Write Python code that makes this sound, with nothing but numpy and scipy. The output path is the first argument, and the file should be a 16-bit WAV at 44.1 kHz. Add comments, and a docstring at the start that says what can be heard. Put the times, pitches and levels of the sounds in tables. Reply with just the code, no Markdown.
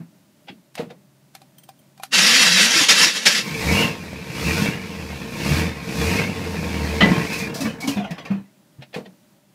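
"""Inside an old car: a pedal is pumped, the key clicks round and the starter grinds harshly on the ring gear.
The V8 catches, surges four times, spits back with a clank, runs down in chuffs and shudders to a stop.
The pedal is pressed once more in the quiet cabin.
Knocks, scrapes and rushing air are shaped noise and decaying tones; a running count of gear teeth drives
the starter, and a running count of firings drives the engine."""
import sys
import numpy as np
from scipy import signal
from scipy.fft import rfft, irfft, next_fast_len
from scipy.io import wavfile
from scipy.ndimage import uniform_filter1d, minimum_filter1d, map_coordinates

SR = 44100
rng = np.random.default_rng(int(sys.argv[2]) if len(sys.argv) > 2 else 0)


def master(y):
    """Save y as 16-bit WAV."""
    cut = np.clip(np.atleast_2d(y).T, -1, 1)
    pcm = np.round(cut * 32767)  # scale
    wavfile.write(sys.argv[1], SR, pcm.astype(np.int16))


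N = 420713

# colour of rushing air: (frequency [Hz], level [dB])
HISS_SPECTRUM = [(2350, -22), (4000, -1), (5100, 0), (8550, -9), (12900, -12), (14700, -15), (15500, -18)]
# the engine spits back: (time [s], level [dB])
BACKFIRES = [(7.0054, -8.5)]
# stabs of the throttle:
# (fully open [s], let go [s], depth [1 = a firm stab], top speed [firings per second])
THROTTLE_STABS = [(3.74, 3.814, 1.236, 116), (4.469, 4.641, 1.006, 106), (5.501, 5.594, 1.02, 84),
                  (6.031, 6.17, 0.99, 101)]
# the engine between the stabs: (time [s], throttle opening [0-1], strength of the burn [dB])
LIGHT_FOOT = [(3.48, 0.58, -3.5), (3.7, 0.54, 2), (3.95, 0.06, -1), (4.22, 0, -1.5), (5.1, 0.17, -1),
              (5.8, .04, 0.2), (6.4, 0.34, 1.5), (6.95, 0.58, 2), (7.42, 0.62, -2.5), (7.52, 0, 3.5)]


def amp(db):
    """Turn decibels into a gain."""
    return 10 ** (np.asarray(db) / 20)


def unit(x):
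    """Scale x to an average (rms) strength of 1."""
    return x / np.sqrt(np.mean(x ** 2) + 1e-20)


def clock():
    """Time of every sample, in seconds."""
    return np.arange(N) / SR


def curves(rows):
    """Join the table's points with straight lines: one curve for each column after the time."""
    times, *columns = np.transpose(rows)
    return [np.interp(clock(), times, column) for column in columns]


def gate(start, stop, rise, fall):
    """Fully on between two times, with curved ramps before and after them."""
    fade_in = np.clip(1 + (clock() - start) / rise, 0, 1) ** 2
    fade_out = np.clip(1 + (stop - clock()) / fall, 0, 1) ** 2
    return fade_in * fade_out


def wobble(rate):
    """A smooth random curve through `rate` random points a second."""
    times = np.arange(0, N / SR, 1 / (6 * rate))
    points = rng.standard_normal(int(N * rate / SR) + 4)
    return np.interp(clock(), times, map_coordinates(points, [times * rate]))


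def noise():
    """White noise."""
    return rng.standard_normal(N)


def filtered(x, response):
    """Multiply the spectrum of x by a function of frequency."""
    size = next_fast_len(N + SR // 2)
    return irfft(rfft(x, size) * response(np.fft.rfftfreq(size, 1 / SR)), size)[:N]


def coloured(x, points):
    """Shape x with a (frequency [Hz], level [dB]) spectrum, then scale it to rms 1."""
    f, db = np.transpose(points)
    return unit(filtered(x, lambda hz: amp(np.interp(np.log(hz + 1), np.log(f + 1), db))))


def resonate(x, peaks):
    """Let x ring (frequency [Hz], width [Hz], level [dB]) resonances, then scale it to rms 1."""
    t = np.arange(SR // 4) / SR
    response = 0
    for hz, width, db in peaks:
        decay = np.exp(-np.pi * abs(width) * t)
        response = response + amp(db) * np.sqrt(abs(width)) * decay * np.cos(2 * np.pi * hz * t)
    return unit(signal.fftconvolve(x, np.heaviside(t, .5) * response)[:N])


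def burst(rise, t60):
    """Half a second of loudness shape: a quick swell, then a decay by 60 dB every t60 seconds; peak 1."""
    t = np.arange(SR // 2) / SR
    shape = (1 - np.exp(-t / abs(rise))) * np.exp(-np.log(1000) * t / abs(t60))
    return shape / shape.max()


def ring(modes, rise):
    """A struck object's fading tones, each at a slightly random strength for every blow."""
    t = np.arange(SR // 2) / SR
    return sum(amp(db + rng.normal(0, 1.3)) * burst(rise, t60) * np.sin(2 * np.pi * hz * t)
               for hz, db, t60 in modes)


def place(sounds):
    """Add (time, sound) pairs together on one track."""
    track = np.zeros(N + SR)
    for s, sound in sounds:
        track[max(round(s * SR), 0):][:len(sound)] += sound
    return track[:N]


def strokes(turns, scatter_db):
    """One click of uneven size whenever the count of turns passes a whole number."""
    return np.diff(np.floor(turns), prepend=0) * amp(scatter_db * noise())


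def patchy(x, depth_db):
    """Give x short-lived strands of extra and missing strength."""
    spectrum = signal.stft(x, nperseg=1024)[2]
    field = uniform_filter1d(rng.standard_normal(spectrum.shape), size=3, axis=0)  # blur over frequency
    field = uniform_filter1d(field, size=5, axis=1)  # blur over time
    return signal.istft(spectrum * amp(depth_db * unit(field)), nperseg=1024)[1][:N]


def squeal(hz, spread):
    """A rubbing tone whose pitch and strength stagger, at rms 1."""
    pitch = hz * (1 + spread * wobble(450))
    return unit(amp(3 * wobble(90)) * np.sin(2 * np.pi * np.cumsum(pitch / SR)))


def cabin():
    """A faint outdoor murmur of shaped noise, and a faint low hum before the engine catches."""
    # colour of the murmur: (frequency [Hz], level [dB])
    quiet_spectrum = [(18, -62.5), (30, -39), (102, -12.5), (126, -5.5), (202, 1), (230, -5.5), (315, -6),
                      (479, -21), (606, -7.5), (691, -18.5), (921, -18), (1050, -21.5), (3490, -25.5),
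                      (4540, -26), (15500, -30.5)]
    murmur = amp(-57.0 + 0.99 * wobble(13)) * coloured(noise(), quiet_spectrum)
    hum_hz = 137 + 1.3 * wobble(7.0)
    hum = gate(0.74, 3.1, rise=.2, fall=0.045) * np.sin(2 * np.pi * np.cumsum(hum_hz) / SR)
    return murmur + amp(-58.5) * hum


def jingle():
    """Spare keys on the ring touch, and their metal rings in tiny clinks."""
    # the keys touch: (time [s], level [dB])
    touches = [(1.582, -44), (1.634, -48.5), (1.687, -48.5), (1.79, -55)]
    # tones of a spare key: (frequency [Hz], level [dB], 60 dB decay time [s])
    key_modes = [(3160, -4, 0.044), (3250, -11, .05), (6100, -8, 0.063), (8600, -6, 0.1), (9900, -8, 0.054),
                 (12200, -7, .07), (15100, -4, .06)]
    return place((s, amp(db) * ring(key_modes, rise=0.0016)) for s, db in touches)


def key():
    """Small lock parts slide and snap as clicks of noise, and ring the metal lock barrel."""
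    # key and lock clicks: (time [s], level [dB], barrel ring relative to the click's level [dB])
    clicks = [(0.753, -26.5, -22), (1.3506, -29, -13), (1.4168, -41.5, -4.5), (1.584, -46, -28),
              (1.6372, -47, -20), (1.69, -36, -2), (1.977, -41.5, -12), (1.9984, -43, 7), (2.034, -20, -10),
              (2.0524, -44.5, -16)]
    # colour of a click: (frequency [Hz], level [dB])
    click_spectrum = [(530, -22), (900, -9.5), (1370, -6), (2820, -7.5), (4550, -5.5), (6050, -12),
                      (13300, -15.5), (14800, -25), (15500, -29)]
    # tones of the lock barrel: (frequency [Hz], level [dB], 60 dB decay time [s])
    barrel_modes = [(775, 6, .07), (710, -3, .06), (1000, -4, .04), (2420, -6, 0.067), (6045, -26, .07)]
    slide = place((s - .012, amp(db - 27) * burst(0.01, 0.13)) for s, db, ring_db in clicks)
    snap_shape = burst(0.00071, 0.019) + amp(-16.5) * burst(0.0026, .1)  # a sharp tick and a faint tail
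    snap = place((s, amp(db - 8) * snap_shape) for s, db, ring_db in clicks)
    barrel = place((s, amp(db + ring_db - 5.5) * ring(barrel_modes, rise=0.00066))
                   for s, db, ring_db in clicks)
    return (slide + snap) * coloured(patchy(noise(), depth_db=-2.0), click_spectrum) + barrel


def pedal():
    """The linkage takes up its slack and scrapes; the arm raps the floor pan, which booms on for a moment."""
    # linkage scrapes: (time [s], level [dB], hiss relative to that level [dB], 60 dB decay time [s])
    scrapes = [(0.482, -27.5, -37, 0.1), (.777, -24, -17, 0.11), (.792, -41, -25, 0.28),
               (0.902, -35, -19.5, 0.053), (8.82, -32, -20, 0.091), (8.94, -23, -17.5, 0.14),
               (9.057, -35.5, -22.5, 0.04)]
    # colour of a scrape: (frequency [Hz], level [dB])
    scrape_spectrum = [(100, -45), (300, -8), (700, 7.5), (1200, -10), (1900, 1), (2800, 0), (4500, -7),
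                       (6500, -27), (15000, -49)]
    # the pedal meets the floor: (time [s], thud level [dB], rap level [dB])
    landings = [(0.494, -37, -61), (0.794, -26.5, -27.5), (0.903, -49, -41), (8.96, -31, -27),
                (9.059, -46, -49)]
    # colour of the floor pan's thud: (frequency [Hz], level [dB])
    floor_spectrum = [(30, -65), (60, -27), (110, -11.5), (185, 9.5), (290, -2.5), (380, -5), (700, -49)]
    # resonances of the pedal arm: (frequency [Hz], width [Hz], level [dB])
    arm_peaks = [(376, 31, -4), (474, 25, 12), (592, 28, 4), (690, 41, -8), (1040, 150, -26)]
    thud_t60_s, rap_t60_s = .27, .18
    scrape = place((s, amp(db - 9.5) * burst(0.0034, t60)) for s, db, hiss_db, t60 in scrapes)
    slack = place((s - .012, amp(db - 21) * burst(0.011, 0.12)) for s, db, hiss_db, t60 in scrapes)
    hiss = place((s, amp(db + hiss_db - 5.0) * burst(.003, t60)) for s, db, hiss_db, t60 in scrapes)
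    thud = place((s, amp(db) * burst(0.0037, thud_t60_s)) for s, db, rap_db in landings)
    rap = place((s, amp(rap_db) * burst(.004, rap_t60_s)) for s, db, rap_db in landings)
    linkage = (scrape + slack) * coloured(patchy(noise(), depth_db=3.0), scrape_spectrum)
    linkage = linkage + hiss * coloured(noise(), HISS_SPECTRUM)
    return linkage + thud * coloured(noise(), floor_spectrum) + rap * resonate(noise(), arm_peaks)


def chirps():
    """The belt slips on its pulley and rubs out short, unsteady squeaks."""
    # the belt slips: (start [s], end [s], pitch [Hz], level [dB])
    slips = [(3.55, 3.574, 2290, -31), (3.68, 3.798, 2276, -26.5), (3.753, 3.859, 2810, -23.5),
             (6.187, 6.283, 2160, -33), (7.329, 7.369, 2580, -31), (7.41, 7.459, 2410, -32.5),
             (7.831, 7.852, 2240, -33)]
    return sum(amp(db) * gate(start, stop, rise=0.051, fall=0.024) * squeal(hz, spread=0.031)
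               for start, stop, hz, db in slips)


def kicks():
    """Jolts, misfires and the final shudder make the body boom briefly: a fading low tone with dull noise."""
    # dull thumps through the body: (time [s], level [dB], pitch [Hz], 60 dB decay time [s])
    thumps = [(0.0, -29, 168, 0.18), (2.757, -21.5, 329, 0.099), (2.807, -21.5, 289, .09),
              (3.058, -27, 331.4, 0.087), (4.46, -19, 152, .1), (4.618, -15, 153, .05),
              (4.685, -14.5, 165, 0.03), (5.505, -15.5, 149, 0.125), (7.024, -9.5, 190.7, 0.1),
              (7.109, -11, 175.5, 0.053), (7.602, -23, 270, 0.31), (7.647, -17, 219, 0.17),
              (7.838, -24, 266, 0.23), (7.874, -17, 279, 0.18), (7.96, -18, 202, .28),
              (8.106, -23, 170, 0.14), (8.303, -15, 196.5, .25), (8.785, -35.5, 134, 0.19)]
    rise_s = 0.0057
    shake_spectrum = [(30, -53.5), (65, -22.5), (125, 1.5), (280, 3.5), (380, -14.5), (700, -18),
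                      (2000, -25.5), (6000, -51.5)]  # (frequency [Hz], level [dB])
    thuds = place((s, amp(db) * ring([(hz, 0, t60)], rise_s)) for s, db, hz, t60 in thumps)
    shake = amp(-9.5) * place((s, amp(db) * burst(rise_s, t60)) for s, db, hz, t60 in thumps)
    return thuds + shake * coloured(noise(), shake_spectrum)


def chuffs():
    """The intake gasps twice as the throttle is stabbed once more, then the coasting cylinders let their air go
    one by one; each puff of hiss is joined by a loose rattle."""
    # two gasps at the intake, then the last compressions: (time [s], rattle level [dB], hiss level [dB], 60 dB
    # decay time [s])
    compressions = [(7.325, -41, -33, 0.3), (7.385, -47, -35, 0.19), (7.541, -35.5, -33.5, 0.41),
                    (7.605, -33, -32.5, 0.27), (7.651, -33.5, -56.5, 0.22), (7.803, -37, -36.5, 0.45),
                    (7.873, -30.5, -29.5, .23), (7.968, -34.5, -63.5, .2), (8.041, -37, -61, .12),
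                    (8.106, -34.5, -43, 0.11), (8.18, -36, -55.5, 0.1), (8.25, -34, -51, 0.13),
                    (8.305, -42.5, -65.5, .14)]
    # colour of the rattle: (frequency [Hz], level [dB])
    rattle_spectrum = [(100, -40), (450, 0.5), (700, 3), (860, -6.5), (1050, -2.5), (1500, -6),
                       (2500, -1.5), (4000, -16), (6000, -21), (11000, -48.5)]
    rattle_rise_s, air_rise_s = .004, 0.0028
    body = place((s, amp(db) * (burst(rattle_rise_s, t60) + amp(-14.5) * burst(0.065, 0.35)))
                 for s, db, hiss_db, t60 in compressions)
    air = place((s, amp(hiss_db) * burst(air_rise_s, t60)) for s, db, hiss_db, t60 in compressions)
    rattle = body * coloured(patchy(noise(), depth_db=5.5), rattle_spectrum)
    return rattle + air * coloured(noise(), HISS_SPECTRUM)


def backfire():
    """A spit through the carburettor rings the air cleaner's tin lid, which lifts and lands once more."""
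    # colour of the blast: (frequency [Hz], level [dB])
    bark_spectrum = [(180, -31.5), (300, -10.5), (700, -1.5), (970, -14), (1260, -6), (1550, -10),
                     (2000, -2.5), (2350, -17), (3000, -5.5), (4100, -16), (5000, -25), (10000, -46),
                     (15000, -67)]
    # tones of the lid: (frequency [Hz], level [dB], 60 dB decay time [s])
    lid_modes = [(1994, 6, 0.13), (1960, -8, .17), (3100, -0.5, 0.033), (2610, -13, 0.068)]
    blast = place((s, amp(db - 3.5) * burst(.006, 0.16)) for s, db in BACKFIRES)
    lid = place((s + 0.014, amp(db - 10.5) * ring(lid_modes, rise=0.016)) for s, db in BACKFIRES)
    # the landing rings only the first tone, and fades faster
    landing = place((s + 0.073, amp(db - 17.0) * ring(lid_modes[:1], rise=0.0072) * burst(0.0065, 0.17))
                    for s, db in BACKFIRES)
    return blast * coloured(noise(), bark_spectrum) + lid + landing


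def starter():
    """Pinion teeth skid and hammer on the ring gear, which rings; the motor growls under the load."""
    # average rate at which the pinion teeth strike: (time [s], rate [Hz])
    tooth_rate = [(2.12, 272.8), (2.2, 180.4), (2.3, 217.7), (2.39, 260.6), (2.47, 177.4), (2.56, 178.8),
                  (2.68, 226), (2.8, 302), (3.2, 220)]
    # the pinion bites anew: (time [s], level [dB], 60 dB decay time [s])
    bite_times = [(2.109, -44, .15), (2.131, -32.5, 0.48), (2.8837, -7.5, 0.23), (3.254, -9.5, 0.2)]
    # ring gear resonances: (frequency [Hz], level [dB])
    gear_modes = [(1357, -41), (1604, -49), (1744, -34), (1922, -33), (2056, -39), (2207, -38.5),
                  (2681, -30.5), (2972, -42.5), (3235, -35.5), (3418, -41), (3747, -33.5), (4587, -34.5),
                  (4947, -37.5), (5270, -41.5), (5706, -36), (6385, -42), (6589, -43), (6858, -39.5),
                  (6993, -42)]
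    # colours of the skidding teeth and of the motor's growl: (frequency [Hz], level [dB])
    clash_spectrum = [(40, -60), (150, -34), (450, -10.5), (700, -10), (1200, -6.5), (1800, 0), (2600, 1.5),
                      (3500, 0), (5500, 0), (6800, -6.5), (8500, -12.5), (11000, -15), (13000, -25),
                      (15500, -34.5)]
    growl_spectrum = [(25, -58.5), (60, -49.5), (110, -20), (180, 3), (310, -3.5), (400, -11), (500, 1),
                      (650, -23.5), (1200, -35.5)]
    # each compression loads the starter in a bell-shaped swell:
    # (peak time [s], gear clash level [dB], growl level [dB], standard deviation of the bell [s])
    loads = [(2.225, -12.5, -34.5, 0.11), (2.42, -11.5, -34.5, 0.11), (2.62, -11, -32, .06),
             (2.785, -11, -36, 0.055), (3.025, -11, -33.5, 0.047), (3.165, -20.5, -44, .02),
             (3.37, -19.5, -35.5, .035)]
    moan_db, moan_hz, moan_width_hz = -29.5, 177, 69  # the moan is loudest where the body resonates

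    swells = [(np.exp(-.5 * ((clock() - s) / width) ** 2), clash_db, growl_db)
              for s, clash_db, growl_db, width in loads]
    # swells add as powers over a steady floor
    clash = np.sqrt(sum((amp(clash_db) * swell) ** 2 for swell, clash_db, growl_db in swells) + amp(-27) ** 2)
    strain = np.sqrt(sum((amp(growl_db) * swell) ** 2 for swell, clash_db, growl_db in swells)
                     + amp(-42.5) ** 2)
    strikes_hz = curves(tooth_rate)[0]
    turns = np.cumsum(strikes_hz * amp(.5 * wobble(130))) / SR  # one turn per tooth
    teeth = unit(strokes(turns, scatter_db=1.0))
    landing = np.exp(-(turns % 1) / 0.8)  # each tooth scrapes as it lands
    grind = unit(noise() * (2.4 + landing) * amp(1.4 * wobble(70)))
    on = gate(2.135, 3.41, rise=0.021, fall=.06)
    bites = place((s, amp(db) * burst(0.013, t60)) for s, db, t60 in bite_times)
    skid = coloured(patchy(grind, depth_db=3.0), clash_spectrum)  # the point of contact keeps moving
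    gear = resonate(noise() + .4 * teeth, [(hz, 27, db) for hz, db in gear_modes])
    loaded = gate(2.15, 2.68, rise=0.064, fall=.3)  # the motor moans until the engine starts to help it round
    body = amp(moan_db) / np.hypot(1, 2 * (strikes_hz - moan_hz) / moan_width_hz)
    moan = loaded * body * unit(amp(2.5 * wobble(45)) * np.sin(2 * np.pi * turns))
    growl = (on * strain + amp(-24) * bites) * coloured(.5 * teeth + noise(), growl_spectrum)
    return (on * clash + bites) * (amp(-2.03) * skid + amp(-7.5) * gear) + growl + moan


def throttle():
    """How far the throttle stands open: quick stabs over a light foot."""
    open_s, close_s = 0.22, 0.14  # time taken to open and to close
    resting = curves(LIGHT_FOOT)[0]
    opening = resting
    for start, stop, depth, top in THROTTLE_STABS:
        ramp = np.interp(clock(), [start - open_s, start, stop, stop + close_s], [0, 1, 1, 0])
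        opening = opening + ramp * (depth - resting)
    return opening


def speed():
    """Firings per second: each stab lifts the speed, which sags until the next one and at last runs down."""
    # the engine fades and stalls: (time [s], speed [firings per second])
    stall = [(6.419, 88.6), (6.8, 76), (7.0, 76), (7.12, 66.6), (7.402, 48), (8.0, 16.4)]
    sag_rate = 61  # firings per second before a stab
    pickup_s, carry_s = .115, .06  # speed picks up before full throttle and holds on after it
    turning = []
    for start, stop, depth, top in THROTTLE_STABS:
        turning += [(start - pickup_s, sag_rate), (stop, top), (stop + carry_s, top)]
    # the time between firings, not their rate, changes in straight lines
    return 1 / curves([(s, 1 / rate) for s, rate in turning + stall])[0]


def engine():
    """Uneven firings boom in the cabin, thud through the exhaust and rattle the valve gear; the intake hisses."""
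    # strength of each firing round the firing order: one value per cylinder [dB]
    cylinder_db = [1, -1, -4.5, 1, 3, 0, 1.5, -2]
    # colours of the exhaust and of the valve gear: (frequency [Hz], level [dB])
    exhaust_spectrum = [(59, -42), (100, -24.5), (118, -5), (160, 2.5), (204, 1.5), (242, -4.5),
                        (343, -5.5), (392, -16), (459, -6), (512, -11.5), (810, -17), (903, -14),
                        (1070, -21), (1250, -24), (1800, -17), (2340, -50.5), (3960, -120)]
    clatter_spectrum = [(710, -31.5), (1200, -3.5), (1430, -5), (1570, -1.5), (2020, 3), (2240, 4.5),
                        (2420, 5.5), (2760, 3), (2910, -2), (3080, -4), (3270, -3), (5070, -11),
                        (9000, -48), (11700, -45.5), (19800, -120)]
    # resonances of the bulkhead: (frequency [Hz], width [Hz], level [dB])
    bulkhead_peaks = [(451, 13, 2), (933, 30, -6), (1064, 12, -5.5)]
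    # the cabin's answer to the firing tone: (firing rate [Hz], level [dB])
    cabin_boom = [(50, -5), (62, -15.5), (73, 0), (82, -1), (92, -5), (112, -13)]
    # tones above the firing tone: (multiple of the firing rate, level relative to the exhaust [dB])
    tone_multiples = [(1.5, -18), (2, -7), (2.5, -10), (4, -15)]
    firing_spectrum = [(60, -4.5), (350, -9.5), (700, 1.5), (1500, -18.5)]  # (frequency [Hz], level [dB])
    rumble_spectrum = [(15, -28.5), (30, -14.5), (50, -12.5), (75, 4.5), (110, -0.5), (160, -11),
                       (400, -58.0)]  # (frequency [Hz], level [dB])
    lag_s = 0.022  # the engine answers the throttle a little later
    belt_hz, belt_hz_per_firing, belt_drift_hz = 2040, 5, 140  # the rasp rises with engine speed and drifts

    rate, opening, burn_db = speed(), throttle(), curves(LIGHT_FOOT)[1]
    load = np.interp(clock() - lag_s, clock(), opening)
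    # a backfire shakes the whole engine
    spit = sum(gate(s + .015, s + .1, rise=.02, fall=0.36) for s, db in BACKFIRES)
    # each voice starts from its level with the throttle shut and gains with the throttle
    boom_db = -39 + 15 * np.minimum(load, 1) + 1.5 * burn_db + np.interp(rate, *np.transpose(cabin_boom))
    exhaust_db = -35.5 + 11 * load + burn_db + 10.5 * spit
    clatter_db = -42 + 14 * load + 5 * spit
    hiss_db = -48 + 16 * opening

    turns = np.cumsum(rate * amp(.08 * wobble(40))) / SR  # one turn per firing
    cylinder = amp(np.take(cylinder_db, turns.astype(int) % len(cylinder_db)))
    puff = unit(cylinder * np.exp(-(turns % 1) / .5))  # gas leaves in one puff per firing
    running = gate(3.6, 7.1, rise=0.12, fall=0.12)
    firings = running * coloured(cylinder * strokes(turns, scatter_db=4.5), firing_spectrum)
    tone = amp(1.2 * wobble(25)) * running * unit(np.sin(2 * np.pi * turns))
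    overtones = running * sum(amp(db + 1.6 * wobble(12)) * np.sin(2 * np.pi * k * turns)
                              for k, db in tone_multiples)

    rumble = coloured(noise(), rumble_spectrum)
    boom = amp(boom_db) * tone + (amp(boom_db - 14) + amp(exhaust_db - 16)) * rumble
    gas = 0.11 * firings + noise() * (0.56 + 0.5 * puff)
    bulkhead = amp(-8.0) * resonate(noise() * (.5 + puff), bulkhead_peaks)
    exhaust = amp(exhaust_db) * (coloured(gas, exhaust_spectrum) + overtones + bulkhead)

    # the valve gear rattles with every firing, every other one a little harder
    rattle = (2 + puff) * amp(.3 * np.sin(np.pi * turns))
    valve_gear = coloured(patchy(noise(), depth_db=4) * rattle, clatter_spectrum)
    clatter = amp(clatter_db + 0.83 * wobble(35)) * valve_gear
    rasp_hz = belt_hz + belt_hz_per_firing * rate + belt_drift_hz * wobble(9)
    rasp = amp(clatter_db - 7) * squeal(rasp_hz, spread=.04)
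    hiss = amp(hiss_db) * coloured(noise() * (6.6 + puff), HISS_SPECTRUM)

    coast = np.clip(clock() - 7.45, 0, None)  # seconds since the engine began to coast
    low = amp(-15 * coast) * (boom + exhaust)
    high = amp(-45 * coast) * (clatter + rasp + hiss)  # the treble goes first
    return gate(3.44, 8.4, rise=0.079, fall=0.024) * (low + high)


def scene():
    """Add up everything as heard from the driver's seat."""
    quiet_sounds = cabin() + jingle() + key() + pedal()
    engine_knocks = chirps() + kicks() + chuffs() + backfire()
    return (quiet_sounds + engine_knocks + starter() + engine())[None]


def record(dry):
    """A fast limiter turns down the highest peaks, then everything above the band limit is removed."""
    top_hz = 15650
    needed = 1 / np.maximum(1, np.abs(dry[0]))
    gain = uniform_filter1d(minimum_filter1d(needed, size=161), size=161)  # sizes in samples
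    return filtered(dry[0] * gain, lambda hz: hz < top_hz)[None]


dry = scene()
out = record(dry)
master(out)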